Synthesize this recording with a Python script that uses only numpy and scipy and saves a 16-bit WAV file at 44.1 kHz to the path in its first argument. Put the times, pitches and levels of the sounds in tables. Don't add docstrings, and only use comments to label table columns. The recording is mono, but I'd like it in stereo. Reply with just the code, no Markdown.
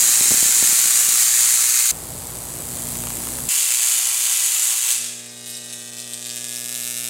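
import sys
import numpy as np
from scipy import signal
from scipy.fft import rfft, irfft, next_fast_len
from scipy.io import wavfile

SR = 44100
rng = np.random.default_rng(int(sys.argv[2]) if len(sys.argv) > 2 else 0)


def generate_wav(sig):
    pcm = np.round(np.clip(np.atleast_2d(sig).T, -1, 1) * 32767).astype(np.int16)
    wavfile.write(sys.argv[1], SR, pcm)


def makeup_ratio(level_db):
    decades = np.asarray(level_db, float) / 20
    return 10 ** decades


N = 312669
TIME, SIZE = np.arange(N) / SR, next_fast_len(N)
MAINS_HZ = 60.0
FLAME_LIGHTS_S, FLAME_LIT_S = 4.9, 5.01

CUTS = (1.9135, 3.4876)
# time_s, level_db
LONG_ARC = [
    (0.0, -10),
    (0.95, -12),
    (1.91, -14.5),
]
# time_s, level_db
CORONA = [
    (1.91, -33.5),
    (2.55, -31.5),
    (2.93, -27),
    (3.17, -28),
    (3.49, -28.5),
]
# time_s, level_db
SHORT_ARC = [
    (3.488, -13.5),
    (3.52, -15.5),
    (4.92, -17),
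    (4.99, -31.5),
    (5.2, -49),
]
# time_s, level_db
FLAME = [(4.94, -38), (5.03, -41), (5.12, -44.5), (5.25, -42), (5.5, -39), (5.95, -38), (6.2, -34.5),
         (6.27, -31.5), (6.6, -30), (6.8, -28), (7.09, -27)]
# pitch_hz, level_db
LONG_COLOUR = [(410, -37.0), (700, -22), (1020, -20.5), (1160, -17), (1260, -16.0), (1950, -11),
               (3370, -11.5), (4090, -8), (5450, -8.0), (6450, -1.5), (7160, 2.5), (11700, -5),
               (15600, -16)][:-2] + [(16500, -11)]
# pitch_hz, level_db
CORONA_COLOUR = [(1180, -29.5), (2000, -15.0), (2950, -14.5), (3160, -14.0), (4320, -13.5), (5130, -14.5),
                 (7910, 0), (12300, -5.5), (15000, -8.5), (15800, -13)][:-2] + [(16500, -13.0)]
# pitch_hz, level_db
SHORT_COLOUR = [(350, -55), (600, -39), (652, -22), (768, -21.5), (834, -20), (997, -21), (1610, -15),
                (2870, -5.5), (5400, -7.5), (6400, 0), (7600, 3), (9360, 0.5), (11500, -3.5), (15100, -9.5),
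                (16000, -12.5)]
# pitch_hz, level_db
FLAME_COLOUR = [(590, -56), (1000, -40), (1250, -23), (1560, -10), (2130, -11.5), (2600, -7), (3100, -9),
                (3750, -5), (4400, -10), (5000, -6.5), (5800, -5), (8260, 0), (16000, -20.5)]
# pitch_hz, level_db
RESTRIKE_COLOUR = [(1200, -19), (3000, -3), (3800, 0.5), (4400, 1.5), (5000, 3), (6000, -3), (8000, 0),
                   (11000, -1), (14000, 1)]
# pitch_hz, level_db
STREAMER_COLOUR = [(500, -30), (900, 5), (3500, -3), (8000, -4), (16000, -9)]
# mains_multiple, level_db
CORE_HUM = [
    [(2, 8), (4, -12)],
    [(1, -6), (2, -0.5), (3, -14), (4, 3.5), (5, -13), (6, -14)],
    [(1, -22.5), (2, -2), (3, -15.5), (4, 1), (5, -19), (6, -7), (7, -7.5), (8, -7), (9, -23), (10, -5),
     (11, -18), (12, -10.5), (13, -22), (14, -13.5), (15, -23), (16, -18.5), (17, -24), (18, -20),
     (19, -23), (20, -13), (21, -20), (22, -18), (24, -18), (26, -10), (28, -19), (30, -11), (32, -11)],
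]
# hum_db, rumble_db, drift_db_per_s
BENCH = [
    (-59, -43.5, -6),
    (-50, -38, 1),
    (-60.5, -49.5, -3),
]
# pitch_hz, level_db
RUMBLE = [
    [(15, -55), (25, -37), (48, -23), (170, 1), (377, -2.5), (677, -6), (775, 0.5), (900, -7), (1170, -27),
     (1980, -120)],
    [(15, -43), (25, -27), (49, -8), (85, 1.5), (135, -1.5), (210, -13), (293, -1.5), (327, -8), (446, -6),
     (812, -8), (2060, -19.5), (2750, -23.5), (4580, -17.5), (5000, -16), (6500, -58), (11000, -120)],
    [(15, -36), (25, -38), (118, -7.5), (193, -18.0), (350, -10.0), (423, -11.0), (599, -7.5), (800, -15),
     (1040, -7), (1760, -120)][:-2] + [(1000, -16), (1500, -14), (2200, -25.5)],
]
# pitch_hz, width_hz, level_db
FAN = [(121, 8, -6), (148.4, 5.7, 3.5), (184, 18, -1.5), (353, 15, -6)]
# start_s, peak_db
KNOCKS = [(0.21, -21), (0.232, -41), (0.258, -28), (0.282, -27), (0.309, -18.5), (0.318, -15.5),
          (0.334, -27), (0.343, -22), (0.377, -30), (0.392, -40), (0.427, -20), (0.459, -25), (0.491, -30),
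          (0.567, -34), (0.626, -19.5), (0.643, -26), (0.692, -27), (0.727, -26.5), (0.799, -36),
          (0.857, -30), (1.085, -29)]
# pitch_hz, fade_by_60_db_s
ROOM = [(200, 0.33), (2000, 1), (8000, 0.84), (11500, 0.48), (15000, 0.26)]
# pitch_hz, side_against_mid_db
WIDTH = [(60, -23), (92, -23), (140, -44), (210, -7), (330, -13.5), (500, -6), (770, -9), (1170, -8.5),
         (1790, -17), (2740, -14), (4190, -9), (6410, -14.5), (9810, -16), (15000, -19)]
# mains_multiple, level_db
LONG_TONES = [(19.1, -58), (20, -52), (22.04, -53), (16.7, -67), (13, -66)]
# mains_multiple, level_db
SHORT_LOAD = [(6, -67), (11, -68), (13, -57.5), (15, -60), (17, -54.5), (19, -55.5)]
# crest_s, width_s, level_db
JUMPS = [
    (0.39, 0.22, -1.4),
    (1.16, 0.049, -0.5),
    (1.29, 0.1, -0.5),
    (1.46, 0.09, 2),
    (3.29, 0.031, 0.5),
    (3.43, 0.044, 0),
    (3.75, 0.074, -2.5),
    (4.15, 0.067, -2.5),
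    (4.81, 0.044, -2.3),
    (4.9, 0.033, 2),
]
# start_s, length_s, strength_db
SPUTTERS = [(4.95, 0.12, 3), (5.466, 0.047, 6.5), (5.54, 0.042, 8), (5.687, 0.017, 9), (5.727, 0.016, 12.5),
            (5.873, 0.027, 2), (5.97, 0.074, 8.5), (6.134, .012, 13), (6.248, 0.018, 13),
            (6.287, 0.022, 12.5), (6.478, .015, 10), (6.547, 0.02, 11.5), (6.66, .01, 5.5),
            (6.746, .01, 11), (6.816, .004, 8), (6.837, 0.01, 12.5), (6.966, .01, 3), (7.037, 0.018, 9)]
# crest_s, width_s, level_db
FLARES = [
    (4.978, .004, 4),
    (5.011, .004, 4),
    (5.0436, 0.0036, 12),
    (5.0605, 0.0035, 12),
    (5.069, .004, 9),
    (5.077, .006, 3),
    (5.091, 0.0059, 16),
    (5.136, .004, 5),
    (5.994, 0.015, 2.5),
]
# crest_s, width_s, level_db
BEAMS = [(5.15, .03, 9), (5.22, .015, 6), (5.4, .03, 1), (5.47, .012, 13), (5.505, .012, 13),
         (5.57, .015, 5), (5.65, .015, 8), (5.74, .012, 2), (5.79, .012, 9), (5.98, .012, 0),
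         (6.095, .012, 7), (6.2, .02, 6), (6.335, .008, -7), (6.36, .01, 9)]
# start_s, peak_db
STREAMERS = [(2.83, -30), (2.8784, -29), (2.955, -27), (3.037, -27.5), (3.071, -23), (3.1038, -22),
             (3.169, -32), (3.2036, -29.5), (3.235, -26), (3.2707, -22), (3.2873, -25), (3.3357, -32.5),
             (3.3862, -22.5)]
# delay_ms, drift_ms_per_s, level_db, change_from_s, change_db_per_s
LONG_PATHS = [(0.463, 0, -24.5, 1.2, 21), (5.05, 0.098, -12.5, 0, 0.5), (3.17, 0.09, -21.5, 0, -3.5),
              (1.226, 0.023, -16, 0, -13)]
# delay_ms, drift_ms_per_s, level_db, change_from_s, change_db_per_s
SHORT_PATHS = [(0.418, 0.0097, -9.5, 3.2, -11), (3, 0.015, -13, 3.5, -2), (0.614, 0, -25, 3.5, -3)]
# delay_ms, drift_ms_per_s
FLAME_DELAYS = [(5.37, .36), (5.58, 0), (.77, .05), (.85, .33), (1.55, .1), (1.79, .12), (2.38, 0),
                (2.7, .08), (2.9, .1), (.35, 0)]
# level_db, change_from_s, change_db_per_s
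FLAME_ECHOES = [(-2.5, 5.7, -6.5), (-19, 5.6, -6), (-8, 4.3, -12), (-9, 5.7, -20), (-14.5, 6, -15),
                (-9.5, 5.4, -8.5), (-8, 5.6, -17), (-15, 4.1, -4), (-14, 5.8, -21), (-19.5, 5.1, 1)]
# time_s, half_cycle_share
LONG_STRIKES = [(0, 0.49), (.5, 0.53), (1., 0.59), (1.25, .53), (1.4, .56), (1.91, 0.5)]
# time_s, half_cycle_share
SHORT_STRIKES = [(3.49, .58), (5., .55)]
# time_s, half_cycle_share
FLAME_STRIKES = [(4.95, .26), (5.1, .225), (5.25, .187), (5.5, .176), (5.9, .175), (6.2, .183), (6.5, .179),
                 (7.09, .165)]
# time_s, depth_db
THROB = [(3.49, 2), (3.68, 3), (3.73, 9), (3.8, 8), (3.87, 4), (4.1, 3.5), (4.3, 2), (4.75, 3), (4.82, 6),
         (4.88, 3), (4.98, 9)]


def evened(x):
    return x / np.sqrt(np.mean(x ** 2) + 1e-20)


def read(points, hz):
    f, value = np.transpose(points)
    return np.interp(np.log(hz + 1), np.log(f + 1), value)


def columns(rows):
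    s, *values = np.transpose(rows)
    return [np.interp(TIME, s, v) for v in values]


def bumps(events):
    return sum(np.interp(TIME, [s - 2.0 * width, s, s + 1.7 * width], [0, db, 0])
               for s, width, db in events)


def coloured(x, points, causal=0.92):
    size = 2048
    gain_db = read(points, abs(np.fft.fftfreq(size, 1 / SR)))
    log_gain = np.log(makeup_ratio(np.maximum(gain_db, -90)))
    phase = causal * signal.hilbert(log_gain).imag
    pulse = np.fft.ifft(np.exp(log_gain - 1j * phase)).real
    return signal.oaconvolve(x, np.fft.fftshift(pulse), "same")


def tail():
    taps = np.zeros(SR)
    at = np.arange(60, SR - 12, 12)
    taps[at + rng.integers(0, 12, len(at))] = rng.choice([-1., 1.], len(at))
    hz, t, z = signal.stft(taps, SR, nperseg=256)
    fading = z * makeup_ratio(-60 * t / read(ROOM, hz)[:, None])
    taps = signal.istft(fading, SR, nperseg=256)[1][:SR]
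    return taps / np.linalg.norm(taps)


def room(x, wet_db, side_db=5.0, left_db=-45, turns_per_s=0.698, nearing_db_per_s=0.):
    first, last = np.flatnonzero(x)[[0, -1]]
    out = x * makeup_ratio([[0], [left_db]])
    nearing = makeup_ratio(-nearing_db_per_s * (TIME - TIME[first]))
    for walk in (np.cos, np.sin):
        mid_tail = makeup_ratio(wet_db) * tail()
        side_tail = makeup_ratio(side_db) * coloured(tail(), WIDTH, causal=0)
        fed = x * nearing * walk(2 * np.pi * turns_per_s * TIME)
        tails = np.array([mid_tail, side_tail])
        wet = signal.fftconvolve(fed[None, first:last], tails, axes=1)[:, :N - first]
        out[:, first:first + wet.shape[1]] += wet
    return out / np.sqrt(1 + makeup_ratio(2 * wet_db))


def bounced(x, paths, since_s, until_s, dull_hz=10000, small_hz=1100):
    span = slice(round(since_s * SR), round(until_s * SR))
    out, t = x.copy(), TIME[span]
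    dull = signal.filtfilt(*signal.butter(1, [small_hz, dull_hz], "band", fs=SR), x[span])
    for delay_ms, drift, db, from_s, db_per_s in paths:
        delay_s = (delay_ms + drift * (t - since_s)) / 1000
        strength = makeup_ratio(db + db_per_s * (t - from_s).clip(0))
        out[span] += strength * np.interp(t - delay_s, t, dull, left=0)
    return out


def sparks(start, duty, per_s, uneven, spread_db, flicker_db, lopsided_db, length_m,
           swell=0., wander=0., count=40):
    half = np.arange(-1, int(2 * MAINS_HZ * N / SR) + 1)[:, None]
    wait, size = rng.standard_normal((len(half), count, 2)).transpose(2, 0, 1)
    wait = 2 * MAINS_HZ / per_s * np.exp(uneven * wait)
    phase = np.cumsum(wait, axis=1) - wait[:, :1] * .9
    path_db = flicker_db * rng.standard_normal((len(half), 1)).clip(-2.5, 1.6)
    size_db = spread_db * size.clip(-3, 1.6) + path_db + lopsided_db * (half % 2)
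    size = makeup_ratio(size_db) * (phase < duty)
    size *= abs(np.sin(np.pi * (0.21 + 0.76 * phase / duty))) ** swell
    place, share = rng.random((len(half), count, 3, 2)).transpose(3, 2, 0, 1)
    strike = np.interp(half / (2 * MAINS_HZ), *np.transpose(start))
    strike = strike + wander * rng.standard_normal((len(half), 1))
    s = (half + strike + phase) / (2 * MAINS_HZ) + place * length_m / 343
    at = np.round(s * SR).astype(int)
    inside = (at >= 0) & (at < N)
    return -evened(np.bincount(at[inside], (size * (0.84 + share))[inside], N))


def arc(rows, colour, train, wet_db, side_db):
    burning = (TIME >= rows[0][0] - .001) * (TIME < rows[-1][0] + .01)
    level = makeup_ratio(columns(rows)[0] + bumps(JUMPS)) * burning
    return room(level * evened(coloured(train, colour)), wet_db, side_db)


def long_arc():
    train = sparks(start=LONG_STRIKES, duty=.79, per_s=1250, uneven=.22, spread_db=0.0, flicker_db=1.5,
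                   lopsided_db=-2.3, length_m=.2, swell=0.49)
    train = bounced(train, LONG_PATHS, 0, CUTS[0])
    out = arc([(-1, -14), *LONG_ARC], LONG_COLOUR, train, wet_db=-8.0, side_db=-1.5)
    return out * (TIME < CUTS[0])


def bench_levels():
    shot = np.searchsorted(CUTS, TIME)
    hum_db, rumble_db, drift = np.transpose(BENCH)[:, shot]
    drift_db = drift * (TIME - np.array([0, *CUTS])[shot])
    supply_db = (columns(CORONA)[0] - CORONA[1][1]).clip(0)
    hum_db = hum_db + drift_db + (shot == 1) * 2.5 * supply_db
    lit = np.interp(TIME, [FLAME_LIGHTS_S, FLAME_LIT_S], [0, 1])
    since = TIME - FLAME_LIT_S
    return ((1 - lit) * hum_db + lit * (-46 + 0.84 * since),
            (1 - lit) * (rumble_db + drift_db) + lit * (-59 + 2.5 * since))


def bench():
    hum_db, rumble_db = bench_levels()
    hz, shot = np.fft.rfftfreq(SIZE, 1 / SR), np.searchsorted(CUTS, TIME)
    noise = rfft(rng.standard_normal((2, N)), SIZE) * makeup_ratio([0 * hz, read(WIDTH, hz)])
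    fan = sum(makeup_ratio(db) / (1 + (2 * (hz - f) / w) ** 2) for f, w, db in FAN)
    motor = makeup_ratio(-47.5) * np.sqrt(2) * np.sin(2 * np.pi * 59.1 * TIME)
    out = np.zeros((2, N))
    for k in range(3):
        hum = sum(makeup_ratio(db) * np.sin(2 * np.pi * (m * MAINS_HZ * TIME + rng.random()))
                  for m, db in CORE_HUM[k])
        rumble = irfft((makeup_ratio(read(RUMBLE[k], hz)) + (k == 1) * fan) * noise, SIZE)[:, :N]
        rumble = makeup_ratio(rumble_db) * rumble / np.std(rumble[0])
        rumble[0] += (k == 1) * motor
        out += (shot == k) * (rumble + makeup_ratio(hum_db) * evened(hum) * makeup_ratio([[0], [-22]]))
    return out


def knocks():
    out, t = np.zeros(N), np.arange(900) / SR
    u = 2 * np.pi * 203 * t
    swing = 0.5 * np.cos(u) * np.exp(-.3 * u)
    push = (1 - np.exp(-t / 0.00008)) * (swing + 1.54 * np.exp(-t / 0.00056))
    for s, db in KNOCKS:
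        out[round((s + .0007) * SR):][:len(t)] += makeup_ratio(db + 1.5) * push
    out = signal.lfilter(*signal.butter(1, 90, "high", fs=SR), out)
    return out * makeup_ratio([[0], [-26]])


def arc_tones(lines, on_s, waver_db):
    hum = sum(makeup_ratio(db + 3) * np.sin(2 * np.pi * (m * MAINS_HZ * TIME + rng.random())) for m, db in lines)
    slow = evened(np.interp(TIME, np.arange(0, 8, .05), rng.standard_normal(160)))
    return hum * np.interp(TIME, on_s, [0, 1, 1, 0]) * makeup_ratio(waver_db * slow) * makeup_ratio([[0], [-12]])


def corona():
    train = sparks(start=[(0, 0.21)], duty=0.63, per_s=4000, uneven=.5, spread_db=1.5, flicker_db=0.0,
                   lopsided_db=-3.0, length_m=.3, swell=0.38)
    return arc([(1.3, -19), *CORONA], CORONA_COLOUR, train, wet_db=-7.0, side_db=2.5)


def streamers():
    out, t = np.zeros(N), np.arange(300) / SR
    for s, db in STREAMERS:
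        burst = rng.standard_normal(len(t)) * np.exp(-t / 0.0018)
        out[round(s * SR):][:len(t)] += makeup_ratio(db + 4.5) * burst
    return coloured(out, STREAMER_COLOUR) * makeup_ratio([[0], [-24]])


def short_arc():
    train = sparks(start=SHORT_STRIKES, wander=.06, duty=0.94, per_s=1300, uneven=.35, spread_db=3.5,
                   flicker_db=1.36, lopsided_db=-0.5, length_m=.15)
    throb = np.cos(2 * np.pi * (2 * MAINS_HZ * TIME - 0.69))
    train = train * makeup_ratio(columns(THROB)[0] * throb)
    train = bounced(train, SHORT_PATHS, CUTS[1], FLAME[4][0])
    return arc(SHORT_ARC, SHORT_COLOUR, train, wet_db=-5.0, side_db=3.0)


def flame_state():
    rise_s, fall_s = 0.0074, 0.0099
    length_db = columns(FLAME)[0]
    grown_db = np.maximum(length_db - FLAME[5][1], 0)
    sputter_db = sum(np.interp(TIME, [s - rise_s, s, s + hold, s + hold + fall_s], [0, db, db, 0])
                     for s, hold, db in SPUTTERS)
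    facing = .5 + .5 * np.tanh((TIME - 6.43) / 0.18)
    level_db = length_db + bumps(FLARES) + 0.086 * sputter_db
    restrike_db = -9 - 0.86 * grown_db + sputter_db
    treble_db = -0.22 * grown_db + 12.5 * facing + 0.25 * sputter_db * (1 - facing) + bumps(BEAMS)
    return level_db, restrike_db, treble_db


def flame():
    level_db, restrike_db, treble_db = flame_state()
    snaps = sparks(start=FLAME_STRIKES, wander=.0012, duty=0.026, per_s=1100, uneven=0.32,
                   spread_db=-1.3, flicker_db=0.9, lopsided_db=1.5, length_m=0.00033)
    restrikes = sparks(start=np.add(FLAME_STRIKES, [0, .015]), duty=0.074, per_s=4600, uneven=0.22,
                       spread_db=3.5, flicker_db=1.0, lopsided_db=-4.5, length_m=0.0048)
    both = snaps + makeup_ratio(restrike_db) * coloured(restrikes, RESTRIKE_COLOUR)
    drive = evened(coloured(both, FLAME_COLOUR))
    top = coloured(drive, [(7000, -40), (10000, -6), (12000, 0)], causal=0)
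    drive = drive + (makeup_ratio(treble_db) - 1) * top
    drive = makeup_ratio(level_db + 1.0) * drive * (TIME > FLAME[0][0])
    paths = np.hstack([FLAME_DELAYS, FLAME_ECHOES])
    drive = bounced(drive, paths, FLAME[0][0], N / SR, dull_hz=15200)
    return room(drive, wet_db=-4.0, left_db=-18.0, turns_per_s=0.552, nearing_db_per_s=3.0)


def scene():
    first = long_arc()
    second = (corona() + streamers()) * (TIME >= CUTS[0]) * (TIME < CUTS[1])
    third = short_arc() + flame()
    core = arc_tones(LONG_TONES, (.6, 1.4, 1.9, CUTS[0]), waver_db=4.0)
    core = core + arc_tones(SHORT_LOAD, (CUTS[1], 3.52, 4.9, 5.), waver_db=2.5)
    mid, side = first + second + third + bench() + knocks() + core
    return np.array([mid + side, mid - side])


def top_cut(x):
    return signal.sosfilt(signal.butter(12, 16280, fs=SR, output="sos"), x)


def record(dry):
    squash = .5 * np.tanh(dry / .5) - dry
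    limited = dry + signal.lfilter(*signal.butter(1, 500, "high", fs=SR), squash)
    low_pass = signal.firwin(255, 15950, window=("kaiser", 9), fs=SR)
    limited = signal.oaconvolve(limited, low_pass[None], "same")
    return top_cut(limited)


dry = scene()
out = record(dry)
generate_wav(out)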